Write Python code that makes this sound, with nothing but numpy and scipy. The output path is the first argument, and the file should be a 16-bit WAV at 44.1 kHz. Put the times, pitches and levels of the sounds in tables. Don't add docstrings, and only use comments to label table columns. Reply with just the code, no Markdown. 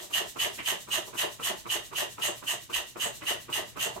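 import sys
import numpy as np
from scipy import signal
from scipy.fft import rfft, irfft
from scipy.io import wavfile
from scipy.ndimage import uniform_filter1d

SR = 44100
rng = np.random.default_rng(int(sys.argv[2]) if len(sys.argv) > 2 else 0)


def transcribe(u):
    v = np.clip(np.atleast_2d(u).T, -1, 1)
    q = np.round(v * 32767).astype(np.int16)
    wavfile.write(sys.argv[1], SR, q)


N = 176400

# t/s, rush/dB, puff lead/s, puff/dB, chirp lead/s, chirp/dB, chuff lag/s, chuff/dB, draw/dB
STROKES = [(-.09, -17, .065, -43, 0.026, -31, 0.06, -34.5, -40.5),
           (0.167, -30.5, 0.06, -44, 0.027, -25.5, 0.04, -32, -41),
           (0.428, -29.5, 0.065, -38.5, .028, -25, 0.033, -32.5, -40.5),
           (0.69, -30, 0.11, -52, 0.028, -28.5, 0.034, -33, -43.5),
           (.948, -31, .067, -40, 0.029, -26, 0.031, -32.5, -43.5),
           (1.205, -31, 0.068, -39.5, 0.02, -29, 0.032, -30, -43.5),
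           (1.465, -30.5, 0.064, -38.5, 0.029, -29, 0.036, -31.5, -44),
           (1.733, -31, 0.073, -39, 0.029, -27.5, 0.025, -34.5, -44.5),
           (1.994, -31, 0.071, -39, 0.032, -28.5, 0.027, -32.5, -44),
           (2.252, -31.5, 0.066, -36.5, .028, -27.5, 0.032, -32, -44.5),
           (2.502, -32, 0.074, -40.5, 0.024, -28.5, 0.034, -39.5, -45),
           (2.763, -32.5, 0.06, -38.5, 0.022, -24.5, 0.032, -38, -44.5),
           (3.034, -32, 0.069, -39, 0.026, -28.5, 0.024, -32, -43),
           (3.296, -32, 0.076, -42.5, 0.026, -28.5, 0.014, -31, -45.5),
           (3.562, -32.5, 0.069, -37.5, 0.029, -26.5, 0.024, -31, -46.5),
           (3.831, -31, 0.065, -37, 0.03, -30, 0.035, -31, -46)]
(STROKE_S, RUSH_DB, PUFF_LEAD_S, PUFF_DB, CHIRP_LEAD_S, CHIRP_DB,
 CHUFF_LAG_S, CHUFF_DB, DRAW_DB) = np.transpose(STROKES)
# f/Hz, width/Hz, relative level/dB
VALVE_MODES = [(1960, 60, -4.5), (2680, 25, -17), (2810, 124, -1), (2909, 110, 7.5), (2994, 71, 3),
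               (3050, 43, -18), (3910, 37, -7), (6500, 88, -9.5), (8140, 320, -11)]
# t/s, level/dB
WHISTLES = [(2.254, -33.5), (2.504, -38), (3.035, -34), (3.835, -41)]
SCUFFS = [(0.592, -32), (3.22, -39.5)]
BUMPS = [(0.033, -46), (1.078, -43), (3.966, -36)]
THUDS = [(.96, -57), (1.99, -55), (2.765, -46), (3.57, -55)]
# f/Hz, relative level/dB
RUSH_SPECTRUM = [(300, -39), (1500, -40), (2400, -15.5), (3000, 4), (3700, -11), (4200, -21.5), (5000, -4),
                 (5800, -0.5), (6500, 6.5), (7300, 0), (8300, 3), (9800, -4), (11500, 1), (14500, -3.5),
                 (16000, -17)]
RASP_SPECTRUM = [(100, -13), (320, -14), (600, -3), (900, 0), (1200, 0.5), (1450, -5.5), (1900, 7),
                 (2350, -8), (2900, 8), (3400, 0.5), (4500, -6.5), (15000, -62)]
CHUFF_SPECTRUM = [(60, -66), (190, -8), (310, -17.5), (375, 5), (440, -1.5), (510, -10), (615, 2.5),
                  (770, -6), (930, -4.5), (1300, -13), (2000, -29), (4000, -35), (15000, -58)]
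PUFF_SPECTRUM = [(70, -40), (130, 1.5), (240, -3.5), (400, 4), (750, -4.5), (1020, 3), (1300, 3),
                 (1750, -11), (2600, -7), (5000, -33), (15000, -64)]
SLIDE_SPECTRUM = [(200, 5.5), (600, -2), (1500, -33), (1900, -7), (2300, -1), (2900, 0), (3800, 8.5),
                  (4700, 3.5), (6600, 8), (8400, 7.5), (9800, 1), (12000, 4.5), (16000, -3)]
WHISTLE_SPECTRUM = [(5000, -54), (6400, -1), (7000, -1), (7400, -4), (7800, 0), (8300, 2.5), (8900, -17),
                    (11000, -23)]
SCUFF_SPECTRUM = [(100, -8), (400, 0), (700, -4), (1000, -1), (1400, -5), (2000, 3), (2400, 0), (2900, 1),
                  (3600, -10), (5000, -19), (9000, -25), (15000, -34)]
THUD_SPECTRUM = [(20, 2), (45, 6), (75, 4), (130, -14), (400, -30), (2000, -70)]
RUMBLE_SPECTRUM = [(20, -52), (50, -6), (80, -14), (122, 0.5), (170, -13.5), (260, -13.5), (420, -20.5),
                   (900, -25.5), (3000, -22.5), (15000, -60)]
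ROOM_TONE_SPECTRUM = [(30, -4), (200, 0), (1000, -10), (4000, -20), (15000, -26)]
# t/s, level/dB
RUMBLE_LEVELS = [(0, -62.5), (1.5, -57), (2.6, -57.5), (2.9, -62), (3.05, -55), (4, -54)]
# f/Hz, T60/s
ROOM_T60 = [(100, 0.18), (500, 0.18), (3000, 0.33), (8000, 0.19), (16000, 0.06)]
# f/Hz, level/dB
MIC_BALANCE = [(60, 0), (125, -11), (300, -1), (700, 0.5), (2800, -3.5), (5000, -1.7), (9000, -0.5),
               (16000, 0)]


def pump():
    flow = swells(STROKE_S - .014, RUSH_DB, .042, .024, .052)
    rush = flow * turbulence(RUSH_SPECTRUM, grain_db=3)
    return rush + valve_chirp(flow) + seal_rasp() + barrel_chuff() + piston_puff() + shaft_hiss()


def valve_chirp(flow, flutter_hz=212.5, jitter=.35):
    gaps_s = np.exp(jitter * rng.standard_normal(N // 50)) / flutter_hz
    onsets = (np.cumsum(gaps_s) * SR).astype(int)
    pulses = np.zeros(N)
    pulses[onsets[onsets < N]] = 1
    drive = unit_rms(pulses) + rng.standard_normal(N)
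    ring = 0
    for hz, width, db in VALVE_MODES:
        radius = np.exp(-np.pi * width / SR)
        feedback = [1, -2 * radius * np.cos(2 * np.pi * hz / SR), radius ** 2]
        ring += from_db(db) * (1 - radius ** 2) * signal.lfilter([1, 0, -1], feedback, drive)
    opening = swells(STROKE_S - CHIRP_LEAD_S, CHIRP_DB, .021, .01, .035)
    return np.hypot(opening, from_db(-5) * flow) * unit_rms(ring)


def seal_rasp():
    rub = swells(STROKE_S - .0098, RUSH_DB + 1.5, .02, .028, .057)
    return rub * turbulence(RASP_SPECTRUM, grain_db=4.5)


def barrel_chuff(rebound_s=.041, rebound_db=-10.5):
    shape_s = (.016, .013, .014)
    stop = swells(STROKE_S + CHUFF_LAG_S, CHUFF_DB, *shape_s)
    rebound = swells(STROKE_S + CHUFF_LAG_S + rebound_s, CHUFF_DB + rebound_db, *shape_s)
    return (stop + rebound) * turbulence(CHUFF_SPECTRUM, grain_db=2.5)


def piston_puff():
    turn = swells(STROKE_S - PUFF_LEAD_S, PUFF_DB, .019, .014, .03)
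    return turn * turbulence(PUFF_SPECTRUM, grain_db=4)


def shaft_hiss(push_db=-46.5):
    push = swells(STROKE_S - .059, np.full(len(STROKES), push_db), .018, .018, .04)
    draw = swells(STROKE_S + .12, DRAW_DB, .066, .014, .052)
    return push * turbulence(SLIDE_SPECTRUM) + draw * turbulence(SLIDE_SPECTRUM)


def valve_whistle():
    return swells(*np.transpose(WHISTLES), .045, .025, .04) * turbulence(WHISTLE_SPECTRUM)


def grip():
    scuffs = swells(*np.transpose(SCUFFS), .022, .012, .022) * turbulence(SCUFF_SPECTRUM, grain_db=2.5)
    bumps = swells(*np.transpose(BUMPS), .02, .014, .013) * turbulence(CHUFF_SPECTRUM)
    thuds = swells(*np.transpose(THUDS), .025, .012, .03) * turbulence(THUD_SPECTRUM)
    return scuffs + bumps + thuds


def kitchen(sides, direct_db=-3, room_db=-5, build_s=.003, smooth_hz=160):
    t = np.arange(SR // 2) / SR
    padded = N + SR
    hz = np.fft.rfftfreq(padded, 1 / SR)
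    edges_hz = np.geomspace(25, 19000, 12)
    tail = 0
    for low, high in zip(edges_hz, edges_hz[1:]):
        bandpass = signal.butter(2, [low, high], "band", fs=SR, output="sos")
        band = signal.sosfilt(bandpass, rng.standard_normal((2, len(t))))
        decay = from_db(-60 * t / at_hz(ROOM_T60, np.sqrt(low * high)))
        tail += band * decay * (1 - np.exp(-t / build_s))
    room = rfft(tail, padded)
    broad_power = uniform_filter1d(np.abs(room) ** 2, size=int(smooth_hz / hz[1]), axis=1)
    room /= np.sqrt(broad_power + 1e-6)
    balance = from_db(at_hz(MIC_BALANCE, hz) * np.array([[.5], [-.5]]))
    paths = (from_db(direct_db) + from_db(room_db) * room) * balance
    return irfft(rfft(sides, padded) * paths, padded)[:, :N]


def background(room_tone_db=-67):
    level = from_db(np.interp(np.arange(N) / SR, *np.transpose(RUMBLE_LEVELS)))
    common = turbulence(RUMBLE_SPECTRUM)
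    sides = []
    for _ in range(2):
        rumble = level * (.56 * common + .76 * turbulence(RUMBLE_SPECTRUM))
        sides.append(rumble + from_db(room_tone_db) * turbulence(ROOM_TONE_SPECTRUM))
    return np.array(sides)


def turbulence(spectrum, grain_db=0, grain_hz=353.4):
    spurts = np.interp(np.arange(N) / SR * grain_hz, np.arange(N), rng.standard_normal(N))
    noise = rng.standard_normal(N) * from_db(grain_db * spurts)
    colour = from_db(at_hz(spectrum, np.fft.rfftfreq(N, 1 / SR)))
    return unit_rms(irfft(rfft(noise) * colour, N))


def swells(times, levels_db, attack_s, hold_s, release_s):
    power = np.zeros(N)
    for peak_s, db in zip(times, levels_db):
        near = np.arange(max(int((peak_s - attack_s) * SR), 0), min(int(peak_s * SR) + SR // 4, N))
        age = near / SR - peak_s
        rise = np.clip(1 + age / attack_s, 0, 1) ** 2
        fall_db = 20 * np.maximum(age - hold_s, 0) / release_s
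        power[near] += (rise * from_db(db - fall_db)) ** 2
    return np.sqrt(power)


def at_hz(points, hz):
    table_hz, values = np.transpose(points)
    return np.interp(np.log(hz + 1e-9), np.log(table_hz), values)


def from_db(db):
    return 10 ** (np.asarray(db) / 20)


def unit_rms(x):
    return x / np.sqrt(np.mean(x ** 2) + 1e-20)


def scene(crossfeed=.07):
    sides = np.array([pump() + valve_whistle() + grip() for _ in range(2)])
    return kitchen(sides + crossfeed * sides[::-1]) + background()


def record(dry, cutoff_hz=15850):
    hz = np.fft.rfftfreq(N, 1 / SR)
    return irfft(rfft(dry) / np.sqrt(1 + (hz / cutoff_hz) ** 400), N)


dry = scene()
out = record(dry)
transcribe(out)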